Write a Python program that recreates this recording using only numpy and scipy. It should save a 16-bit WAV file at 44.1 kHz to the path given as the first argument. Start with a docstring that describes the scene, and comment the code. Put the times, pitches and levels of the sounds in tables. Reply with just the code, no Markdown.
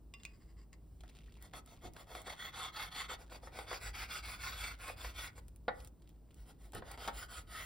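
"""An appliance drones in a small kitchen, over soft room air and a low rumble.
Close to the microphones a spoon stirs sauce in a glass bowl: grainy scraping swirls and ringing clinks.
Then a knife saws through raw meat on a wooden board. Each stroke tears countless fibres: random grains
make a rasp that swells with the blade's speed, a hiss at its edge and a grumble in the board.
Wet meat ticks and squelches in noise bursts, and the blade knocks on the ringing wood."""
import sys
import numpy as np
from scipy import signal
from scipy.fft import rfft, irfft, next_fast_len
from scipy.io import wavfile
from scipy.ndimage import uniform_filter1d, map_coordinates

SR = 44100
rng = np.random.default_rng(int(sys.argv[2]) if len(sys.argv) > 2 else 0)


def file_out(sig):
    """Save sig as 16-bit WAV at sys.argv[1]."""
    # one column per channel
    cols = np.atleast_2d(sig).T
    # limit, then scale
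    lim = np.clip(cols, -1, 1)
    pcm = np.round(lim * 32767).astype(np.int16)
    wavfile.write(sys.argv[1], SR, pcm)


N = 337365
TIME = np.arange(N) / SR

# where the rasp takes on the colour of the second and the third piece of meat: time [s]
PIECE_STARTS = [3.165, 5.7]
# modes of the wooden board: (frequency [Hz], relative level [dB], t60 [s])
BOARD_MODES = [(509, 1, 0.11), (770, -9.5, 0.08), (851, -14, 0.12), (952, -23, 0.12), (1107, -24, 0.07),
               (1294, -19, 0.09), (1473, -22.5, 0.14), (1810, -18, 0.21), (1954, -20, 0.22),
               (2224, -29.5, 0.29), (3400, -41, .05)]
# colour of squeezed wet meat: (frequency [Hz], relative level [dB per Hz])
SQUISH_COLOUR = [(500, 3), (1500, -4.5), (3300, 3), (6000, -4.5), (11000, -10), (16000, -13)]


def amp(db):
    """Decibels to gain."""
    return 10 ** (np.asarray(db) / 20)


def unit(x):
    """Scale to rms 1."""
    return x / np.sqrt(np.mean(x ** 2) + 1e-20)


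def along(points, hz):
    """Read (Hz, value) points on a log axis."""
    f, v = np.transpose(points)
    return np.interp(np.log(hz + 1), np.log(f + 1), v)


def level(rows):
    """Gain per sample from (s, dB) rows."""
    return amp(np.interp(TIME, *np.transpose(rows)))


def wobble(rate):
    """A smooth random curve, rate knots a second."""
    knots = rng.standard_normal(int(N * rate / SR) + 4)
    return map_coordinates(knots, [TIME * rate])


def filtered(x, response):
    """x times a complex response of frequency."""
    m = next_fast_len(N + SR // 2)
    spectrum = rfft(x, m) * response(np.fft.rfftfreq(m, 1 / SR))
    return irfft(spectrum, m)[..., :N]


def coloured(x, spectrum, size=8192):
    """Pass x through a causal filter with the given (Hz, dB) shape."""
    cepstrum = irfft(np.log(amp(along(spectrum, np.fft.rfftfreq(size, 1 / SR)))))
    # folding the cepstrum forward gives minimum phase
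    cepstrum[1:size // 2] *= 2
    cepstrum[size // 2 + 1:] = 0
    impulse = irfft(np.exp(rfft(cepstrum)))
    return signal.fftconvolve(x, impulse)[:len(x)]


def add(track, s, sound):
    """Mix a sound into the track at s seconds."""
    part = track[round(s * SR):][:len(sound)]
    part += sound[:len(part)]


def fade(t60):
    """Half a second of exponential decay."""
    return np.exp(-np.log(1000) * TIME[:SR // 2] / t60)


def burst(spectrum, t60, attack):
    """A short coloured crack of noise, of peak 1; t60 and attack in seconds."""
    rise = 1 - np.exp(-TIME[:SR // 2] / attack)
    noise = rng.standard_normal(SR // 2) * rise * fade(t60)
    crack = coloured(noise, spectrum)
    return crack / np.abs(crack).max()


def ring(modes):
    """Struck modes decay as sines, at slightly new strengths for every blow."""
    t = TIME[:SR // 2]
    return sum(amp(db + rng.standard_normal()) * fade(t60) * np.sin(2 * np.pi * hz * t)
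               for hz, db, t60 in modes)


def grains(rate, spread_db):
    """Random tiny impulses, rate a second, with uneven sizes; the whole has rms 1."""
    sizes = amp(spread_db * np.clip(rng.standard_normal(N), -2, 2)) * rng.choice([-1, 1], N)
    hits = rng.random(N) < rate / SR
    # denser grains are made smaller, so that their power holds steady
    return unit(sizes * hits / np.sqrt(rate))


def swell(start, length, peak_share):
    """Half a sine from rest to rest, highest peak_share of the way through."""
    peak = start + length * np.clip(peak_share, .1, .9)
    turn = np.interp(TIME, [start, peak, start + length], [0, .5, 1])
    return np.abs(np.sin(np.pi * turn))


def background(speed):
    """An appliance drones and whines over room air and a low rumble that grows as strokes rock the worktop."""
    # low rumble of worktop and room: (time [s], level [dB] before the gains below)
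    rumble_level = [(0.15, -57.5), (2.42, -60.5), (3.92, -52.5), (5.84, -54), (5.92, -60.5), (7.55, -53.5)]
    # its colour: (frequency [Hz], relative level [dB per Hz])
    rumble_colour = [(18, -49), (28, -28), (40, -6), (54, 2.5), (70, -10), (100, -12.5), (160, -31),
                     (400, -54.5)]
    # soft room air: (frequency [Hz], relative level [dB per Hz])
    air_colour = [(50, -8), (100, 0), (165, -2.5), (220, -6), (330, -7.5), (500, -16), (1000, -25.5),
                  (2000, -39.5), (5000, -40.5), (10000, -41), (16000, -52)]
    # the appliance's hum and thin whine: (frequency [Hz], rms level [dB])
    drone_tones = [(54.5, -64.5), (160, -76), (14718, -88)]
    rest_db, rocking_db = -2, 3.5  # gain with the blade at rest; more at its full speed
    sway_db = 2  # the rumble rises and falls by chance

    rumble_gain = amp(rest_db + rocking_db * speed + sway_db * wobble(7)) * level(rumble_level)
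    rumble = rumble_gain * unit(coloured(rng.standard_normal(N), rumble_colour))
    # each tone's phase wanders a little
    drone = sum(amp(db) * unit(np.sin(2 * np.pi * hz * TIME + 0.58 * wobble(6.9)))
                for hz, db in drone_tones)
    air = unit(coloured(rng.standard_normal(N), air_colour))
    width = unit(coloured(rng.standard_normal(N), air_colour))
    # opposite signs left and right spread the air
    return rumble + drone + amp(-65) * air + amp(-73.5) * np.array([width, -width])


def stirring():
    """The spoon grazes the glass in uneven swirls and now and then strikes it, ringing bowl and spoon."""
    # swirls round the bowl, each swelling and fading: (start [s], length [s], level [dB])
    swirls = [(0.128, 0.27, -71), (0.36, 0.2, -75.5), (.56, 0.092, -68), (0.721, 0.035, -64)]
    # the glass under the sliding spoon: (frequency [Hz], relative level [dB per Hz])
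    scrape_colour = [(700, -21), (1120, 2), (1400, -8.5), (2100, 3.5), (2400, -13), (2750, -4), (3600, -13),
                     (4500, -8), (4900, 1.5), (5500, -11), (6300, -15), (7600, -4.5), (9500, -23),
                     (16000, -25)]
    # the spoon hits the bowl: (time [s], glass [dB], spoon [dB], click [dB] before its gain below)
    clinks = [(0.1388, -51.5, -59, -43), (.2, -65, -78, -62), (0.234, -68, -79, -45),
              (0.2514, -58, -47.5, -37), (0.7301, -84, -85, -49), (.739, -88, -86, -61)]
    # modes of the glass bowl: (frequency [Hz], relative level [dB], t60 [s])
    glass_modes = [(1137, -11.5, 0.17), (2070, -8, 0.075), (2770, -1.5, 0.13), (3500, 2, 0.027),
                   (5020, -12, 0.13), (7200, -31, .1)]
    # modes of the spoon: (frequency [Hz], relative level [dB], t60 [s])
    spoon_modes = [(2340, -18, 0.034), (2505, 5.5, 0.062), (2570, -7, 0.095), (3000, -17, 0.049)]
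    # hard tap on glass: (frequency [Hz], relative level [dB per Hz])
    tap_colour = [(500, -24), (1200, -9.5), (2100, 0), (3200, -1), (5000, -5), (7600, -0.5), (10000, -16),
                  (16000, -14)]
    swirl_sharpness = 1.2  # above 1 narrows each swell

    graze = unit(coloured(grains(1200, spread_db=3.0), scrape_colour)) * amp(3.0 * wobble(31.0))
    bowl = graze * sum(amp(db) * swell(start, length, .5) ** swirl_sharpness
                       for start, length, db in swirls)
    for s, glass_db, spoon_db, click_db in clinks:
        add(bowl, s, amp(glass_db) * ring(glass_modes) + amp(spoon_db) * ring(spoon_modes))
        add(bowl, s, amp(click_db + 2.5) * burst(tap_colour, t60=0.0063, attack=0.00035))
    return bowl


def smacks(count, centre_hz, cycles):
    """Tiny wet pops at random times, each ringing a few cycles at its own pitch."""
    when, pitch, size = rng.random(count), rng.standard_normal(count), rng.exponential(size=count)
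    turns = centre_hz * np.exp(.38 * pitch[:, None]) * TIME[:SR // 80]
    sizes = amp(2.6 * np.minimum(size, 3))[:, None]
    pops = sizes * np.sin(2 * np.pi * turns) * np.exp(-turns / cycles)
    places = (when * N).astype(int)[:, None] + np.arange(SR // 80)
    return unit(np.bincount(places.ravel(), pops.ravel(), N)[:N])


def wet_meat():
    """Moist films part under glove and blade: ticks and squelches over small smacks and a faint crackle."""
    # the fingers hold and shift the meat: (start [s], end [s], level [dB])
    handling = [(.98, 5.4, -73.5), (5.98, 9.3, -82)]
    # the meat squelches under the glove: (time [s], peak level [dB])
    squelches = [(1.0064, -48), (1.0952, -53), (1.161, -58.5), (1.3217, -55.5), (5.8022, -49),
                 (6.0202, -57.5), (6.7816, -46), (6.915, -44)]
    # wet films snap: (time [s], level [dB] before the gains below)
    ticks = [(1.425, -39), (1.661, -45), (1.936, -47), (2.218, -44.5), (3.5718, -51), (4.789, -51),
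             (5.4824, -45.5), (5.5609, -46.5), (5.8475, -41.5), (5.874, -42.5), (6.0916, -50.5),
             (6.344, -51), (6.7213, -45), (6.7493, -35), (6.915, -33.5)]
    # snap of a film: (frequency [Hz], relative level [dB per Hz])
    snap_colour = [(2000, -30), (6000, -3.5), (9000, 0), (16000, 0)]
    grip_s = 0.022  # the hand takes hold and lets go
    tick_body_db = -10.5  # the soft body under a snap

    crackle = unit(coloured(grains(900, spread_db=11.0), SQUISH_COLOUR))
    clumps = amp(5.3 * wobble(22))
    grip = sum(amp(db) * np.clip(np.minimum(TIME - start, end - TIME) / grip_s, 0, 1)
               for start, end, db in handling)
    pops = smacks(count=900, centre_hz=2670, cycles=3.3)
    meat = grip * unit(clumps * (pops + 1.8 * crackle))
    for s, db in ticks:
        snap = amp(2) * burst(snap_colour, t60=.005, attack=.0001)
        body = amp(tick_body_db) * burst(SQUISH_COLOUR, t60=0.015, attack=0.00017)
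        add(meat, s, amp(db) * (snap + body))
    for s, db in squelches:
        add(meat, s, amp(db) * burst(SQUISH_COLOUR, t60=0.026, attack=0.00044))
    return meat


def knocks():
    """The blade breaks through gristle and lands on the board; the hand's weight adds dull bumps."""
    # the blade meets the board: (time [s], level [dB] before the gain below, meat in between [0-1])
    landings = [(1.035, -47, 0.8), (1.535, -35.5, 0.7), (1.964, -39.5, 1), (2.15, -34, 0.95),
                (2.279, -35.5, 0), (3.094, -33.5, 0.1), (3.114, -34.5, .2), (3.135, -37.5, 0.6),
                (3.321, -38, 0.05), (3.432, -44.5, 0), (3.472, -38, 0.07), (3.588, -30.5, 0.4),
                (3.712, -29, 0.03), (3.728, -29, 0.64), (4.884, -34.5, 0.5), (4.898, -31, .2),
                (5.046, -32, 0.35), (5.379, -43.5, 0), (5.681, -17, .01), (6.733, -40.5, 1),
                (6.752, -37.5, 0), (6.821, -36, 0), (6.975, -41, 0.85), (7.076, -26.5, 0.8),
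                (7.082, -23.5, .55)]
    # dull thud of steel on wood: (frequency [Hz], relative level [dB per Hz])
    thud_colour = [(100, -28), (300, -12.5), (700, 0), (1400, -6.5), (2100, -9.5), (2800, -27.5),
                   (3500, -18.5), (4900, -30), (5800, -55), (16000, -61)]
    # the hand bears down, the board shifts on its towel: (time [s], level [dB] before the gain below)
    pushes = [(1.529, -65), (1.83, -50.5), (6.737, -47.5), (6.776, -56)]
    # dull bump of the board: (frequency [Hz], relative level [dB per Hz])
    bump_colour = [(50, -2), (110, 2.5), (220, -6.5), (380, -5), (800, -22), (3000, -65)]
    ring_db, meat_damping_db = -9, 19  # ring of the bare board; what a full cushion of meat takes off it

    wood = np.zeros(N)
    for s, db, meat in landings:
        meat = np.clip(meat, 0, 1)
        thud = burst(thud_colour, t60=0.043, attack=0.00063)
        crunch = meat * burst(SQUISH_COLOUR, t60=0.018, attack=.001)
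        board_ring = amp(ring_db - meat_damping_db * meat) * ring(BOARD_MODES)
        add(wood, s, amp(db - 4.5) * (thud + board_ring + crunch))
    for s, db in pushes:
        add(wood, s, amp(db + 6.5) * burst(bump_colour, t60=0.23, attack=0.0066))
    return wood


def strokes():
    """Blade speed and the gains of drag, rasp and hiss: from the run of each stroke and its force."""
    # knife strokes, to and fro: (start [s], length [s] before overlap, force [dB])
    saw_strokes = [(1.406, 0.082, -65), (1.533, 0.074, -53), (1.665, 0.099, -64), (1.816, 0.081, -58),
                   (1.943, 0.1, -59.5), (2.064, 0.18, -54.5), (2.245, 0.11, -49.5), (2.363, .15, -47),
                   (2.52, .19, -44), (2.72, 0.18, -45), (2.904, 0.17, -43), (3.081, 0.078, -44.5),
                   (3.181, 0.073, -62.5), (3.298, 0.091, -56.5), (3.42, 0.071, -60), (3.517, 0.15, -53.5),
                   (3.665, 0.13, -46), (3.798, .12, -49.5), (3.932, 0.14, -43), (4.076, 0.14, -45),
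                   (4.22, 0.16, -47), (4.378, 0.18, -44), (4.524, 0.23, -46), (4.782, .17, -49.5),
                   (4.963, 0.17, -50), (5.135, 0.17, -46.5), (5.355, 0.045, -61.5), (5.733, 0.16, -68.5),
                   (6.349, 0.11, -75.5), (6.456, 0.076, -66.5), (6.583, 0.12, -70), (6.733, 0.072, -54),
                   (6.84, 0.13, -57.5), (6.972, 0.15, -49.5), (7.121, 0.15, -52), (7.281, .15, -51),
                   (7.469, 0.24, -50.5)]
    # past the thick of each piece the edge drags less, and in the second and third it hisses more:
    # (through at [s], hiss gain [dB], drag loss [dB])
    breakthroughs = [(2.3, 0, 7), (3.75, 3.5, 5), (7.1, 4.5, 5.5)]
    fastest_share = 0.51  # how far into a stroke the blade runs fastest
    roundness = 0.8  # below 1 the blade reaches its speed early and holds it
    overlap_s = .005  # the meat keeps tearing while the blade turns round
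    usual_force_db = -50
    # hiss at the usual force, before the mix in sawing(); its dB per dB of force
    hiss_db, hiss_slope = -62.5, 0.58
    # the grumble follows the force up to a limit, which drops once the blade is through;
    # both also stand before that mix
    drag_over_db, drag_limit_db = 2, -53.5

    speed, drag, rasp, hiss = np.zeros((4, N))
    for start, length, force_db in saw_strokes:
        run = swell(start - overlap_s, length + 2 * overlap_s, fastest_share) ** roundness
        through_s, gain_db, loss_db = breakthroughs[np.searchsorted(PIECE_STARTS, start)]
        through = start > through_s
        drag_db = min(force_db + drag_over_db, drag_limit_db - through * loss_db)
        edge_db = hiss_db + hiss_slope * (force_db - usual_force_db) + through * gain_db
        speed += run
        drag += amp(drag_db) * run
        rasp += amp(force_db) * run ** 1.36
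        hiss += amp(edge_db) * run ** 1.58
    return speed, drag, rasp, hiss


def through_board(x, share):
    """Part of a vibration reaches the air directly, part sets the board's modes ringing."""
    ringing = unit(signal.fftconvolve(x, ring(BOARD_MODES))[:N])
    return unit(x + share * ringing)


def shifting(x, depth_db):
    """Resonances come and go as the contact point travels along the blade."""
    z = signal.stft(x, nperseg=1024)[2]

    def field(size):
        """Random gains smoothed over size frequency bins and nine frames."""
        over_bins = uniform_filter1d(rng.standard_normal(z.shape), size, axis=0)
        return unit(uniform_filter1d(over_bins, size=9, axis=1))

    gain = amp(depth_db * (field(size=2) + 0.79 * field(size=12)))
    return unit(signal.istft(z * gain, nperseg=1024)[1][:N])


def sawing(speed, drag, rasp, hiss):
    """The blade speeds up and stops in each stroke; the faster it runs, the denser the tearing."""
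    # rasp of the three pieces of meat, each: (frequency [Hz], relative level [dB per Hz])
    first_piece = [(530, -26.5), (900, -4), (1330, 0.5), (1690, -8), (2150, 1), (2430, -12.5), (2640, -8),
                   (2870, -15.5), (3350, 0), (3500, -0.5), (3960, -13), (4370, -4.5), (4990, -18),
                   (5460, -17), (6500, -16), (8450, -58), (14300, -120)]
    second_piece = [(530, -40.5), (900, -4.5), (930, -6), (978, -1.5), (1130, -3.5), (1300, -1.5),
                    (1480, 1.5), (1790, -9.5), (2250, 2), (3090, -11), (3470, -2.5), (3860, -9),
                    (4790, -5.5), (5600, -15), (6500, -20), (8450, -68), (14300, -120)]
    third_piece = [(530, -38), (950, -11.5), (1280, 4), (1530, 2), (1740, -5.5), (2000, 1.5), (2400, -6),
                   (2750, -7.5), (3060, -0.5), (3700, -5), (5200, -8), (6500, -33), (8450, -46),
                   (14300, -120)]
    # hiss of the edge: (frequency [Hz], relative level [dB per Hz])
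    hiss_colour = [(3000, -15), (5500, -0.5), (7500, 1.5), (9000, -1.5), (10500, 0.5), (11800, 3),
                   (13200, -4), (14400, -1), (16000, -4.5)]
    # what the board gives back under the dragging blade: (frequency [Hz], relative level [dB per Hz])
    drag_colour = [(120, -24), (250, -1.5), (400, -3), (520, 2), (650, 5), (950, 1), (1200, -8.5),
                   (1700, -29), (3000, -27)]

    # the edge catches and slips on sinew many times in a stroke
    catch = wobble(70)
    fibres = grains(900 + 5000 * speed, spread_db=2.5) * amp(2.0 * catch)
    body = shifting(through_board(fibres, share=.45), depth_db=2.6)
    piece = np.searchsorted(PIECE_STARTS, TIME)
    rasps = [unit(coloured(body, meat)) for meat in (first_piece, second_piece, third_piece)]
    tearing = np.choose(piece, rasps)

    fizz = shifting(grains(3000 + 9000 * speed, spread_db=3.0) * amp(1.2 * catch), depth_db=4.5)
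    edge = unit(coloured(fizz, hiss_colour))

    slips = grains(300 + 700 * speed, spread_db=2.5) * amp(2.2 * catch)
    grumble = unit(coloured(through_board(slips, share=0.073), drag_colour))
    return amp(-2.5) * drag * grumble + amp(-0.5) * rasp * tearing + amp(5.0) * hiss * edge


def worktop(x, echo_db, count):
    """Nearby tray, bowl and wall send each microphone its own weak early echoes."""
    delays = (rng.uniform(.001, .012, (2, count)) * SR).astype(int)
    return np.array([x + amp(echo_db) * sum(np.pad(x, (d, 0))[:N] for d in side) for side in delays])


def kitchen(x):
    """The room's short answer: decaying noise, different at each microphone."""
    # how fast the small kitchen falls silent: (frequency [Hz], t60 [s])
    room_decay = [(200, 0.42), (1500, 0.3), (5000, 0.097), (14000, 0.06)]
    hz, t, z = signal.stft(rng.standard_normal((2, SR // 2)), SR, nperseg=256)
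    decay = np.exp(-np.log(1000) * t / along(room_decay, hz)[:, None])
    tail = signal.istft(z * decay, SR, nperseg=256)[1]
    late = np.pad(x, (round(.004 * SR), 0))  # the room answers 4 ms late
    return signal.fftconvolve(late[None], tail / np.linalg.norm(tail[0]), axes=1)[:, :N]


def scene():
    """Everything happens on the worktop, close in front of the microphones."""
    speed, drag, rasp, hiss = strokes()
    bowl = stirring()
    cuts = sawing(speed, drag, rasp, hiss) + wet_meat()
    blows = knocks()
    room = kitchen(amp(-13.0) * bowl + amp(-14) * cuts + amp(-12.0) * blows)
    near = worktop(bowl + cuts + blows, echo_db=-15.5, count=5)
    return near + room + background(speed)


def record(dry):
    """Left and right differ in phase, most in the treble; nothing is kept above the band limit."""
    # phase by which the left channel leads the right: (frequency [Hz], phase [rad])
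    left_lead = [(250, 0), (600, .3), (1000, 0), (1810, -.4), (3100, .7), (4200, .7), (5200, -.1),
                 (6500, -3.1), (8200, -6), (10300, -6.7), (12400, -9.3), (13700, -9.7), (15200, -12.4)]
    top_hz = 15800
    # half of the lead goes to each side, with opposite signs
    pair = filtered(dry, lambda hz: np.exp(.5j * np.outer([1, -1], along(left_lead, hz))))
    return filtered(pair, lambda hz: hz < top_hz)


dry = scene()
out = record(dry)
file_out(out)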